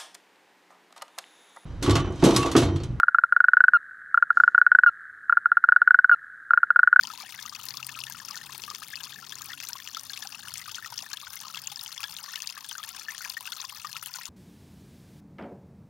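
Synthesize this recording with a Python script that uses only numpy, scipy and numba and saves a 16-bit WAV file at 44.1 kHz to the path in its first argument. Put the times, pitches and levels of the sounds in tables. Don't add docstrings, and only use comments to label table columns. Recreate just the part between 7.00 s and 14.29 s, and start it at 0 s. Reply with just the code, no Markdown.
import sys
import numpy as np
from scipy import signal
from scipy.fft import rfft, irfft, next_fast_len
from scipy.io import wavfile
from scipy.ndimage import uniform_filter1d, map_coordinates
from numba import njit

SR = 44100
rng = np.random.default_rng(int(sys.argv[2]) if len(sys.argv) > 2 else 0)


def log_audio(samples):
    frames = np.atleast_2d(samples).T
    limited = np.clip(frames, -1, 1)
    pcm = np.round(limited * 32767).astype(np.int16)
    wavfile.write(sys.argv[1], SR, pcm)


def undo_db(level):
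    steps = np.asarray(level, float) / 20
    return 10 ** steps


N = 321489

# time_s, level_db
FLOW = [
    (0, -46.5),
    (3.6, -46.5),
    (7.29, -45.5),
]
# frequency_hz, density_db
WASH_SPECTRUM = [(300, -45), (480, -80), (720, 9.5), (1240, -5.5), (2500, 2), (4800, 1.5), (6200, 0),
                 (8000, -7.5), (11000, -8), (16000, -3.5)]
# centre_hz, width_hz, depth_db
ECHO_DIPS = [(713, 47, 14), (1950, 79, 12), (2310, 410, 6.5), (3063, 113, 12.5), (3966, 190, 9),
             (5690, 200, 1), (8860, 230, 5.5)]
# low_hz, high_hz, gain_db
THIN_BAND = (7520, 8000, -10)
# frequency_hz, density_db
RUMBLE_SPECTRUM = [(22, -36), (40, -24), (75, 0.5), (110, 5), (170, 3.5), (255, -4.5), (310, -16.5),
                   (450, -19), (620, -8), (800, -15)]
# time_s, rumble_db, tyres_db
ROAD = [(0, -62, -68.5), (.7, -61, -70.5), (1.7, -59, -67.5), (2.6, -63, -70.5), (3.3, -59.5, -72),
        (4, -65.5, -71.5), (4.6, -60.5, -80), (5.4, -63.5, -84), (6, -63.5, -73.5), (6.9, -62, -81),
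        (7.29, -62.5, -98)]
# time_s, pitch_hz, level_db
ENGINE = [(0.25, 124, -85), (.35, 126.7, -68), (.55, 127.7, -72), (.84, 129.1, -58), (1.12, 132.2, -64),
          (1.3, 133.2, -72), (1.5, 135, -62), (1.9, 134, -82), (2.12, 137.1, -66), (2.45, 137.9, -64.5),
          (2.9, 141.5, -83)]
# frequency_hz, difference_db
LEFT_LEAN = [(60, 9), (200, 9.3), (380, 5.7), (700, 9.2), (2400, 10.5), (8000, 13.2), (15000, 15.3)]
# frequency_hz, level_db
RIGHT_SHARE = [(40, -6), (130, -17), (300, -5), (640, -13), (3100, -22), (15000, -31)]
# frequency_hz, density_db
TYRE_SPECTRUM = [(120, -17), (200, -3), (290, -6.5), (330, -11.5), (480, -16), (700, -59)]
# frequency_hz, density_db
SPRAY_SPECTRUM = [(1500, -8), (3000, -0.5), (6000, 14), (9000, -5.5), (16500, -5.5)]
# frequency_hz, density_db
MIST_SPECTRUM = [(5000, -24), (8000, 1), (11000, -3), (16500, -1)]

# start_s, level_db, pitch_hz
GLUGS = [(0.041, -36, 940), (0.134, -35.5, 940), (0.205, -40, 1166), (0.235, -38, 799),
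         (0.453, -37.5, 1209), (0.524, -36.5, 1167), (0.96, -41, 1300), (1.097, -39, 963),
         (1.304, -37.5, 1145), (1.495, -38, 1053), (1.547, -42, 866), (1.679, -37.5, 1190),
         (2.408, -39, 1210), (2.486, -43.5, 819), (2.754, -34.5, 1060), (3.249, -39, 770),
         (3.923, -33.5, 923), (4.028, -38.5, 759.4), (4.45, -38, 1225), (4.467, -37.5, 1062),
         (4.539, -38.5, 1297), (4.568, -39, 997), (4.716, -44.5, 821), (5.241, -41, 1095),
         (5.946, -40, 1097), (6.258, -39.5, 987), (6.407, -38, 1006), (6.598, -39, 1070),
         (6.641, -34, 1053), (7.186, -31.5, 1000)]
BLOOPS = [(0.1008, -33, 1314), (0.799, -39, 1315), (1.1468, -36, 1373), (1.365, -35.5, 1434),
          (1.711, -32.5, 1181), (1.82, -34, 1247), (2.9682, -30, 1300), (3.473, -35.5, 1440),
          (3.6575, -38.5, 1485), (3.6791, -36, 1224), (3.7826, -32, 1470), (3.8601, -35, 1300),
          (4.229, -41, 1171), (4.2693, -33.5, 1483), (4.499, -41, 1336), (5.0346, -35.5, 1345),
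          (5.2799, -40.5, 1146), (5.3348, -39, 1488), (5.575, -35.5, 1170), (5.752, -33, 1500),
          (5.783, -35, 1300), (6.2069, -35, 1495), (6.4755, -33, 1516), (6.5228, -35, 1415),
          (6.8465, -28.5, 1197), (6.9556, -38, 1350), (7.0256, -32, 1377)]
PLOPS = [(0.0296, -37.5, 1823), (0.343, -33, 2044), (0.388, -34.5, 1716), (0.891, -34.5, 1768),
         (1.079, -37, 1790), (1.2007, -34, 1750), (1.3441, -32.5, 1830), (1.8274, -36, 1732),
         (2.1862, -37.5, 1700), (2.3238, -37, 1695), (2.497, -39, 1785), (2.503, -32, 1770),
         (2.518, -31.5, 1950), (3.1011, -35, 1670), (3.2258, -37, 1730), (3.8455, -31.5, 1870),
         (4.0619, -37, 1760), (4.134, -33, 1670), (5.0393, -32, 1670), (5.288, -37.5, 1760),
         (5.3371, -33, 1830), (5.6453, -39.5, 1667), (5.8366, -33.5, 1745), (6.0837, -27, 1768),
         (6.1473, -33.5, 1778), (6.2416, -35, 1840), (6.2535, -31.5, 1670), (6.3681, -27, 1840),
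         (6.8459, -34.5, 1829)]
PLINKS = [(0.213, -38, 2290), (0.377, -40, 2200), (0.477, -36, 1987), (0.6329, -35, 5810),
          (0.6359, -35, 7200), (0.663, -41, 7210), (1.971, -36, 2650), (2.007, -32, 2960),
          (2.048, -33, 3390), (2.0695, -34, 2700), (2.1, -39, 3495), (0.8285, -23, 2725),
          (0.891, -31, 2607), (0.989, -26.5, 2637), (1.037, -24, 2740), (1.067, -27, 3565),
          (2.322, -27, 3395), (2.5326, -28, 3460), (2.9474, -24, 3400), (3.134, -25, 3572),
          (3.4833, -25.5, 2956), (3.5565, -29.5, 2299), (3.7454, -23.5, 3217), (4.5455, -26, 2802),
          (4.5565, -27, 3426), (4.5731, -22, 3300), (4.6731, -27.5, 2760), (4.7173, -29.5, 3350),
          (4.978, -26.5, 3379), (5.004, -30, 2543), (5.0402, -26, 3320), (5.166, -22, 3863),
          (5.3573, -24.5, 2968), (5.4029, -27, 2750), (5.4914, -32.5, 2670), (5.7113, -27, 3112),
          (6.2481, -26, 2363), (6.473, -25, 2740), (6.5208, -24, 3470)]
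TICKS = [(0.0347, -21, 4730), (0.495, -25.5, 5053), (0.5488, -27.5, 4780), (0.6861, -23.5, 4330),
         (0.7067, -24.5, 4631), (1.3095, -25.5, 4903), (1.374, -26, 4222), (1.956, -20.5, 4787),
         (2.0385, -25.5, 4643), (2.385, -31, 5027), (2.6709, -30, 4023), (2.97, -27, 4662),
         (3.0963, -24, 4340), (3.272, -24.5, 4840), (3.7526, -27.5, 4940), (3.9762, -26, 4900),
         (4.1342, -28, 4280), (4.482, -32, 4196), (4.7592, -26, 5160), (4.811, -25.5, 5194),
         (4.9254, -25, 4160), (5.039, -27, 4774), (5.26, -31, 4338), (5.473, -22.5, 4680),
         (6.299, -20.5, 4930), (6.53, -26, 4154), (6.6498, -26, 4920), (6.87, -26.5, 5000),
         (7.139, -26, 4700)]
PIPS = [(0.4613, -25, 6260), (1.123, -24.5, 6660), (1.2854, -25.5, 5898), (1.356, -27, 5690),
        (1.5214, -30.5, 6300), (1.6196, -26, 5970), (2.0338, -24.5, 6937), (2.052, -32, 5893),
        (2.355, -27.5, 7040), (2.4196, -28, 6793), (2.6504, -28.5, 6100), (2.687, -25, 7328),
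        (2.995, -26.5, 5700), (3.5539, -43, 6103), (3.7557, -26, 6186), (3.9792, -21, 5600),
        (4.372, -29.5, 6100), (4.672, -21.5, 6850), (5.7285, -27, 5987), (5.781, -23, 6460),
        (5.8904, -26, 7013), (5.996, -27.5, 5850), (6.1085, -27, 6137), (6.2164, -32, 5793),
        (6.6147, -25.5, 6260), (6.9697, -29, 6360), (7.1589, -27.5, 7000), (7.255, -20.5, 6800)]
SPITS = [(0.5915, -31, 10520), (0.654, -16, 14000), (0.6853, -28, 10720), (0.8672, -17.5, 13080),
         (1.0987, -22, 13800), (1.5482, -37, 11710), (1.5793, -22, 11800), (1.9021, -27, 14350),
         (2.418, -21.5, 15240), (2.4582, -22.5, 9670), (2.688, -20, 12620), (3.034, -22.5, 13000),
         (3.19, -31, 9856), (3.539, -20, 10870), (4.3319, -24, 9730), (4.356, -19, 14400),
         (4.4119, -24.5, 10780), (4.6183, -22, 12200), (4.836, -22, 12120), (4.847, -27, 15100),
         (5.689, -24, 9456), (6.2208, -27, 13890), (6.2974, -22, 12600), (6.4077, -24.5, 9240),
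         (6.427, -28, 10160), (6.465, -24, 14900), (7.036, -27, 10010), (7.06, -16, 10390),
         (7.1557, -29.5, 9740)]
# start_s, level_db, pitch_hz
POPS = [(0.1757, -26.5, 4260), (0.427, -25, 4740), (0.771, -20, 5000), (1.6372, -27, 3252),
        (1.702, -21, 5430), (1.7485, -24, 3300), (1.7582, -30, 4740), (2.2944, -29, 5533),
        (2.602, -23, 2400), (2.7316, -20, 5025), (2.8745, -22.5, 2900), (3.1746, -23, 2680),
        (3.2233, -26, 5426), (3.5734, -20, 6120), (3.6928, -26.5, 2830), (3.7167, -26, 4870),
        (3.99, -25.5, 2963), (4.0236, -24, 4870), (4.132, -22.5, 4248), (4.4029, -26.5, 5960),
        (4.8783, -27, 5900), (5.0313, -24, 2720), (5.4209, -20, 6060), (5.6447, -24, 3335),
        (5.8377, -27, 4520), (6.1803, -25, 3597), (6.9292, -24, 3885), (6.9664, -23, 2648)]
# start_s, level_db, pitch_hz
BURBLES = [(0.0732, -41, 1330), (0.1095, -45, 1740), (0.1828, -41.5, 1010), (0.2606, -40.5, 1830),
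           (0.6637, -44, 1830), (0.703, -40, 1778), (0.7427, -39, 1130), (0.888, -34, 2210),
           (0.9702, -36.5, 1300), (1.1088, -39, 1680), (1.167, -45, 1205), (1.2164, -43, 1075),
           (1.2845, -41, 1350), (1.413, -36.5, 1831), (1.6784, -41, 1639), (2.0021, -39, 1620),
           (2.1589, -39, 1747), (2.2255, -40, 1369), (2.5345, -38, 1437), (2.6387, -38, 2050),
           (2.6958, -41, 1508), (3.2546, -40, 1462), (3.5385, -47, 1250), (3.6158, -36, 1990),
           (3.6934, -43, 1430), (3.8244, -35, 1770), (3.925, -43, 1455), (4.1144, -36.5, 1499),
           (4.1332, -40.5, 1154), (4.3317, -42.5, 1451), (4.3673, -35, 2080), (4.5691, -41, 1400),
           (4.5843, -41, 1690), (4.9215, -47, 1290.0), (4.9627, -42, 1880), (4.9959, -41, 1125),
           (5.032, -45, 870), (5.1916, -40.5, 1504), (5.2966, -40.5, 1414), (5.3536, -37, 2110.0),
           (5.375, -40, 1770), (5.5784, -44, 1660), (5.713, -42.5, 949), (5.7157, -37, 1570),
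           (5.7972, -39, 1220), (6.0109, -41, 1348), (6.104, -31, 2110.0), (6.2205, -45, 1389),
           (6.629, -42, 1370), (6.722, -41, 1100), (6.7693, -43, 1820), (6.8926, -42, 1690),
           (7.1474, -41, 1474), (7.1597, -43, 1393), (7.2117, -32, 1900)]
# start_s, level_db, pitch_hz
TINKLES = [(0.0713, -26, 4700), (0.2016, -29.5, 4745), (0.398, -34, 3377), (0.4233, -31.5, 3800),
           (0.5517, -27.5, 2570), (0.739, -29, 4870.0), (0.7743, -29, 5230), (0.846, -29.5, 4830),
           (1.0032, -25.5, 4803), (1.2497, -29, 5295), (1.638, -32, 4977), (1.75, -31, 4993),
           (2.0449, -32, 4940), (2.1223, -31.5, 3500), (2.1427, -32.5, 3750), (2.6087, -37, 2641),
           (2.6338, -32, 2709), (2.6386, -32, 6720.0), (2.801, -32, 3410), (3.1744, -33, 5567),
           (3.2226, -31, 3440), (3.2316, -29.5, 4935), (3.3466, -30, 2753), (3.4911, -37, 5164),
           (3.506, -33, 4522), (3.5399, -25.5, 7130), (3.7133, -32, 3300), (3.7578, -31, 5004),
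           (3.9399, -30.5, 5475), (3.9897, -29, 4944), (4.171, -25.5, 3331), (4.7191, -36, 4750),
           (4.793, -27.5, 3823), (4.8613, -25.5, 3121), (4.9177, -31, 4900), (5.031, -33, 4843),
           (5.1227, -29, 5030), (5.1859, -31, 2877), (5.2395, -30, 5137), (5.3334, -30, 5310),
           (5.4993, -26.5, 4915), (5.6928, -28, 3390), (5.7128, -31, 4910), (5.83, -28.5, 3265),
           (6.1813, -34, 6420.0), (6.2487, -29, 6030.0), (6.455, -30, 2660), (6.5651, -29.5, 4217),
           (6.6203, -33, 3364), (6.694, -32, 2668), (7.0598, -27.5, 3074), (0.0103, -30, 4800),
           (0.051, -28, 3065), (1.961, -29, 4400), (2.575, -34, 2755), (2.6258, -27, 5340),
           (3.8603, -31.5, 3840), (3.957, -34, 3102), (4.638, -29, 4980), (5.358, -23.5, 3900),
           (5.88, -37, 2897)]
# start_s, level_db, pitch_hz
FLICKS = [(0.3222, -29, 9890), (0.639, -23, 12190), (0.6925, -24, 14380.0), (0.9913, -26, 11220),
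          (1.0389, -26, 9690.0), (1.0621, -29, 11440), (1.123, -29, 14940.0), (1.29, -30, 9726),
          (1.4616, -30, 8356), (1.5473, -27, 13690), (1.8834, -27, 10000), (2.0952, -37, 15070.0),
          (2.4435, -26, 14130.0), (2.693, -27, 11560), (2.97, -29, 13490), (3.0094, -32, 8195),
          (3.196, -34.5, 9693), (3.483, -25.5, 9430.0), (3.58, -19.5, 8000), (3.678, -28, 9295),
          (4.3234, -39, 9550), (4.6764, -33, 12180), (4.8308, -29, 9296), (5.005, -27.5, 9200),
          (5.1071, -27, 9315), (5.171, -30, 9390), (5.2294, -28, 9530), (5.8792, -36.0, 15470),
          (5.8894, -22, 10160.0), (6.2957, -25, 15200.0), (6.6943, -32, 8350), (6.7607, -31, 8176),
          (7.0282, -22, 11260), (7.0706, -25, 10900), (7.1544, -24, 14600.0)]
# start_s, level_db, pitch_hz
GULPS = [
    (1.635, -46, 440),
    (1.735, -45, 396.7),
]
# start_s, level_db, first_pitch_hz
SWEEPS = [
    (0.949, -33, 2400),
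    (1.0127, -31, 2794),
    (1.933, -30, 1630),
    (3.699, -40, 2610),
    (6.601, -27.5, 3670),
]
# pitch_hz, cycles_to_fade
RING_CYCLES = [(400, 6.8), (900, 13), (1250, 19), (1750, 27.2), (3000, 15.3), (5000, 21.3), (12000, 9.8)]

POP_CYCLES, SWELL_S = 5, 0.00007
SPECK_HZ = 8000
TOP_HZ = 16120


def unit(x):
    return x / np.sqrt(np.mean(x ** 2) + 1e-20)


def along(points, hz):
    f, v = np.transpose(points)
    return np.interp(np.log(hz + 1), np.log(f + 1), v)


def curves(rows):
    s, *cols = np.transpose(rows)
    return [np.interp(np.arange(N) / SR, s, c) for c in cols]


def wobble(rate):
    knots = rng.standard_normal(int(N * rate / SR) + 4)
    return map_coordinates(knots, [np.arange(N) * rate / SR])


def filtered(x, response):
    m = next_fast_len(N + 8192)
    return irfft(rfft(x, m) * response(np.fft.rfftfreq(m, 1 / SR)), m)[..., :N]


def noise(spectrum, patchy_db=0):
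    z = signal.stft(rng.standard_normal(N + 2048), nperseg=2048)[2]
    field = uniform_filter1d(rng.standard_normal(z.shape), size=3, axis=0)
    field = uniform_filter1d(field, size=9, axis=1)
    patchy = signal.istft(z * undo_db(patchy_db * unit(field)), nperseg=2048)[1][:N]
    return unit(filtered(patchy, lambda hz: undo_db(along(spectrum, hz))))


@njit
def add(out, s, gain, hz, cycles, rise, attack, hold, sr):
    for i in range(len(s)):
        start, life = int(s[i] * sr), cycles[i] / hz[i]
        for k in range(min(int(2 * life * sr), len(out) - start)):
            t = k / sr
            climb = rise[i] * t * t / (life * life)
            turns = hz[i] * t * (1 + climb / 3)
            if hz[i] * (1 + climb) < sr / 2:
                fade = np.exp(-3 * (t / life) ** hold[i])
                swell = 1 - np.exp(-t * hz[i] / attack[i])
                out[start + k] += gain[i] * np.sin(2 * np.pi * turns) * fade * swell


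def ring(s, db, hz, cycles, rise, attack, hold):
    out, luck = np.zeros(N), rng.standard_normal((len(s), 4))
    cycles = cycles * np.exp(0.27 * luck[:, 0])
    glide = rise * (1 + 1.19 * luck[:, 1])
    attack = attack * np.exp(0.41 * luck[:, 2])
    hold = hold * np.exp(0.21 * luck[:, 3])
    add(out, s, undo_db(db), hz * (1 - rise / 9), cycles, glide, attack, hold, float(SR))
    return out


def splashes(s, db, spectrum, t60):
    starts = np.bincount((s * SR).astype(int), undo_db(2 * db), N)[:N]
    t = np.arange(SR // 50) / SR
    burst = undo_db(-120 * t / t60) * (1 - np.exp(-t / 0.00022))
    power = signal.fftconvolve(starts, burst)[:N]
    return np.sqrt(np.abs(power)) * noise(spectrum)


def clearest():
    lasting = GULPS + BURBLES + TINKLES + FLICKS + GLUGS + BLOOPS + PLOPS + PLINKS + TICKS + PIPS + SPITS
    s, db, hz = np.transpose(lasting + POPS)
    bursts = np.arange(len(s)) >= len(s) - len(POPS)
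    cycles = np.where(bursts, POP_CYCLES, along(RING_CYCLES, hz))
    return np.array([s + .0005, db - .4 + 1.9 * bursts, hz, cycles])


def impacts(count):
    pace = (np.arange(count) + .9 * rng.random(count)) * (N - 1) // count
    heavy = clearest()[0] * SR
    known = np.bincount(heavy.astype(int), minlength=N)[:N]
    near = uniform_filter1d(1. * known, size=700, origin=-250) > 0
    drops = np.bincount(pace.astype(int), undo_db(4 * rng.standard_normal(count)), N)
    drops = drops * np.where(near, .15, 1)
    t = np.arange(SR // 30) / SR
    births = signal.fftconvolve(drops + .8 * known, t * np.exp(-t / .0025))
    births = np.abs(births[70:N + 70])
    return births / births.mean()


def scatter(bunching, size_db, count):
    chance = np.cumsum(bunching)
    luck = rng.random((count, 2))
    s = np.searchsorted(chance, luck[:, 0] * chance[-1]) / SR
    return s, np.minimum(-size_db * np.log(1 - luck[:, 1]), 1.9 * size_db)


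def swarm(bunching, hz, spread, cycles, rise, size_db, attack, count):
    s, db = scatter(bunching, size_db, count)
    pitch = np.minimum(hz * np.exp(spread * rng.standard_normal(count)), 16000)
    pitch = np.maximum(pitch, 870 ** 2 / pitch)
    return unit(ring(s, db, pitch, cycles, rise, max(attack, .02), hold=0.87))


def small_water(births):
    flow_db, = curves(FLOW)
    gurgle = swarm(.6 + births, hz=1300, spread=0.2977, cycles=23.0, rise=0.255,
                   size_db=5.0, attack=0.059, count=2000)
    fizz = swarm(0.35 + births, hz=4447, spread=0.423, cycles=12.6, rise=0.13,
                 size_db=7.0, attack=0.84, count=6500)
    mist = swarm(0.3 + births, hz=13000, spread=0.25, cycles=7.1, rise=0.03,
                 size_db=8.5, attack=0.6, count=4500)
    spray = unit(splashes(*scatter(.1 + births, size_db=7.5, count=2200), SPRAY_SPECTRUM, t60=0.0013))
    wash = noise(WASH_SPECTRUM, patchy_db=6.0) * undo_db(0.91 * wobble(45))
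    bubbles = undo_db(-8.5) * gurgle + undo_db(-0.75) * fizz + undo_db(-7) * mist
    return undo_db(flow_db) * (bubbles + undo_db(-9.0) * spray + undo_db(-12.0) * wash)


def traffic():
    rumble_db, tyres_db = curves(ROAD)
    rumble = undo_db(rumble_db) * noise(RUMBLE_SPECTRUM, patchy_db=3.5)
    tyres = undo_db(tyres_db) * noise(TYRE_SPECTRUM, patchy_db=4.0)
    hz, db = curves(ENGINE)
    turns = np.cumsum(hz + 0.29 * wobble(12.1)) / SR
    hum = undo_db(db + 2.0 + 0.89 * wobble(8.3)) * np.sin(2 * np.pi * turns)
    return rumble + tyres + hum


def neck_snaps(s, hz, spit_db):
    snap_hz = 5500 * np.exp(0.23 * rng.standard_normal(len(s)))
    snap_db = spit_db + 1.5 - 4 * np.log2(hz / 2500)
    snaps = ring(s - .0003, snap_db, snap_hz, 1.5, 0, 0.22, hold=0.89)
    return filtered(snaps, lambda f: (1j * f / (1600 + 1j * f)) ** 2)


def clear_bubbles():
    s, db, hz, cycles = clearest()
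    glide, swell = 0.05 + 0.06 * (1000 / hz), 0.12 + SWELL_S * hz
    out = ring(s, db + 2.5, hz, .9 * cycles, glide, swell, hold=0.82 + 800 / hz)
    spit_db = db + 0.77 * np.log2(hz / 4000) + rng.uniform(-4, 4, len(s))
    speck = hz > SPECK_HZ
    large = ~speck
    out = out + neck_snaps(s[large], hz[large], spit_db[large])
    out = out + splashes(s[large] - .0006, spit_db[large] - 5, SPRAY_SPECTRUM, t60=0.0066)
    return out + splashes(s[speck] - .0003, spit_db[speck] - 5.5, MIST_SPECTRUM, t60=0.0053)


def sweeps():
    s, db, hz = np.transpose(SWEEPS)
    out, same = np.zeros(N), np.ones(len(s))
    add(out, s, undo_db(db), hz, 30 * same, 1.5 * same, 1.6 * same, 2.7 * same, float(SR))
    return out


def hollow(x):
    t = np.arange(SR // 20) / SR
    tail = rng.standard_normal(len(t)) * undo_db(-60 * t / 0.043) * (t > .0006)
    return signal.fftconvolve(x, tail / np.linalg.norm(tail))[:N]


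def mouth(f):
    gain = (1j * f / (480 + 1j * f)) ** 3
    for hz, width, db in ECHO_DIPS:
        off_centre = hz * hz - f * f
        gain = gain * (off_centre + 1j * f * width * undo_db(-db)) / (off_centre + 1j * f * width)
    return gain


def scene():
    births = impacts(count=420)
    water = small_water(births) + clear_bubbles() + sweeps()
    water = filtered(water + undo_db(-18.5) * hollow(water), mouth)
    left = water + traffic()
    other = filtered(hollow(water) + traffic(), lambda hz: undo_db(along(RIGHT_SHARE, hz)))
    right = filtered(left + other, lambda hz: undo_db(-along(LEFT_LEAN, hz)))
    return undo_db(4.0) * np.array([left, right])


def roll_off(x):
    return signal.sosfilt(signal.butter(12, 17310, fs=SR, output="sos"), x)


def record(dry):
    low, high, gap_db = THIN_BAND
    kept = filtered(dry, lambda hz: np.where((hz > low) & (hz < high), undo_db(gap_db), 1) * (hz < TOP_HZ))
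    top = filtered(dry, lambda hz: (hz > TOP_HZ) * undo_db(-10 - (hz - TOP_HZ) / 95) * (hz < 18050))
    power = np.abs(uniform_filter1d(top[0] ** 2, size=512))
    sharp = uniform_filter1d(1. * (power > 4.5 * power.mean()), size=256)
    return roll_off(kept + top * sharp)


dry = scene()
out = record(dry)
log_audio(out)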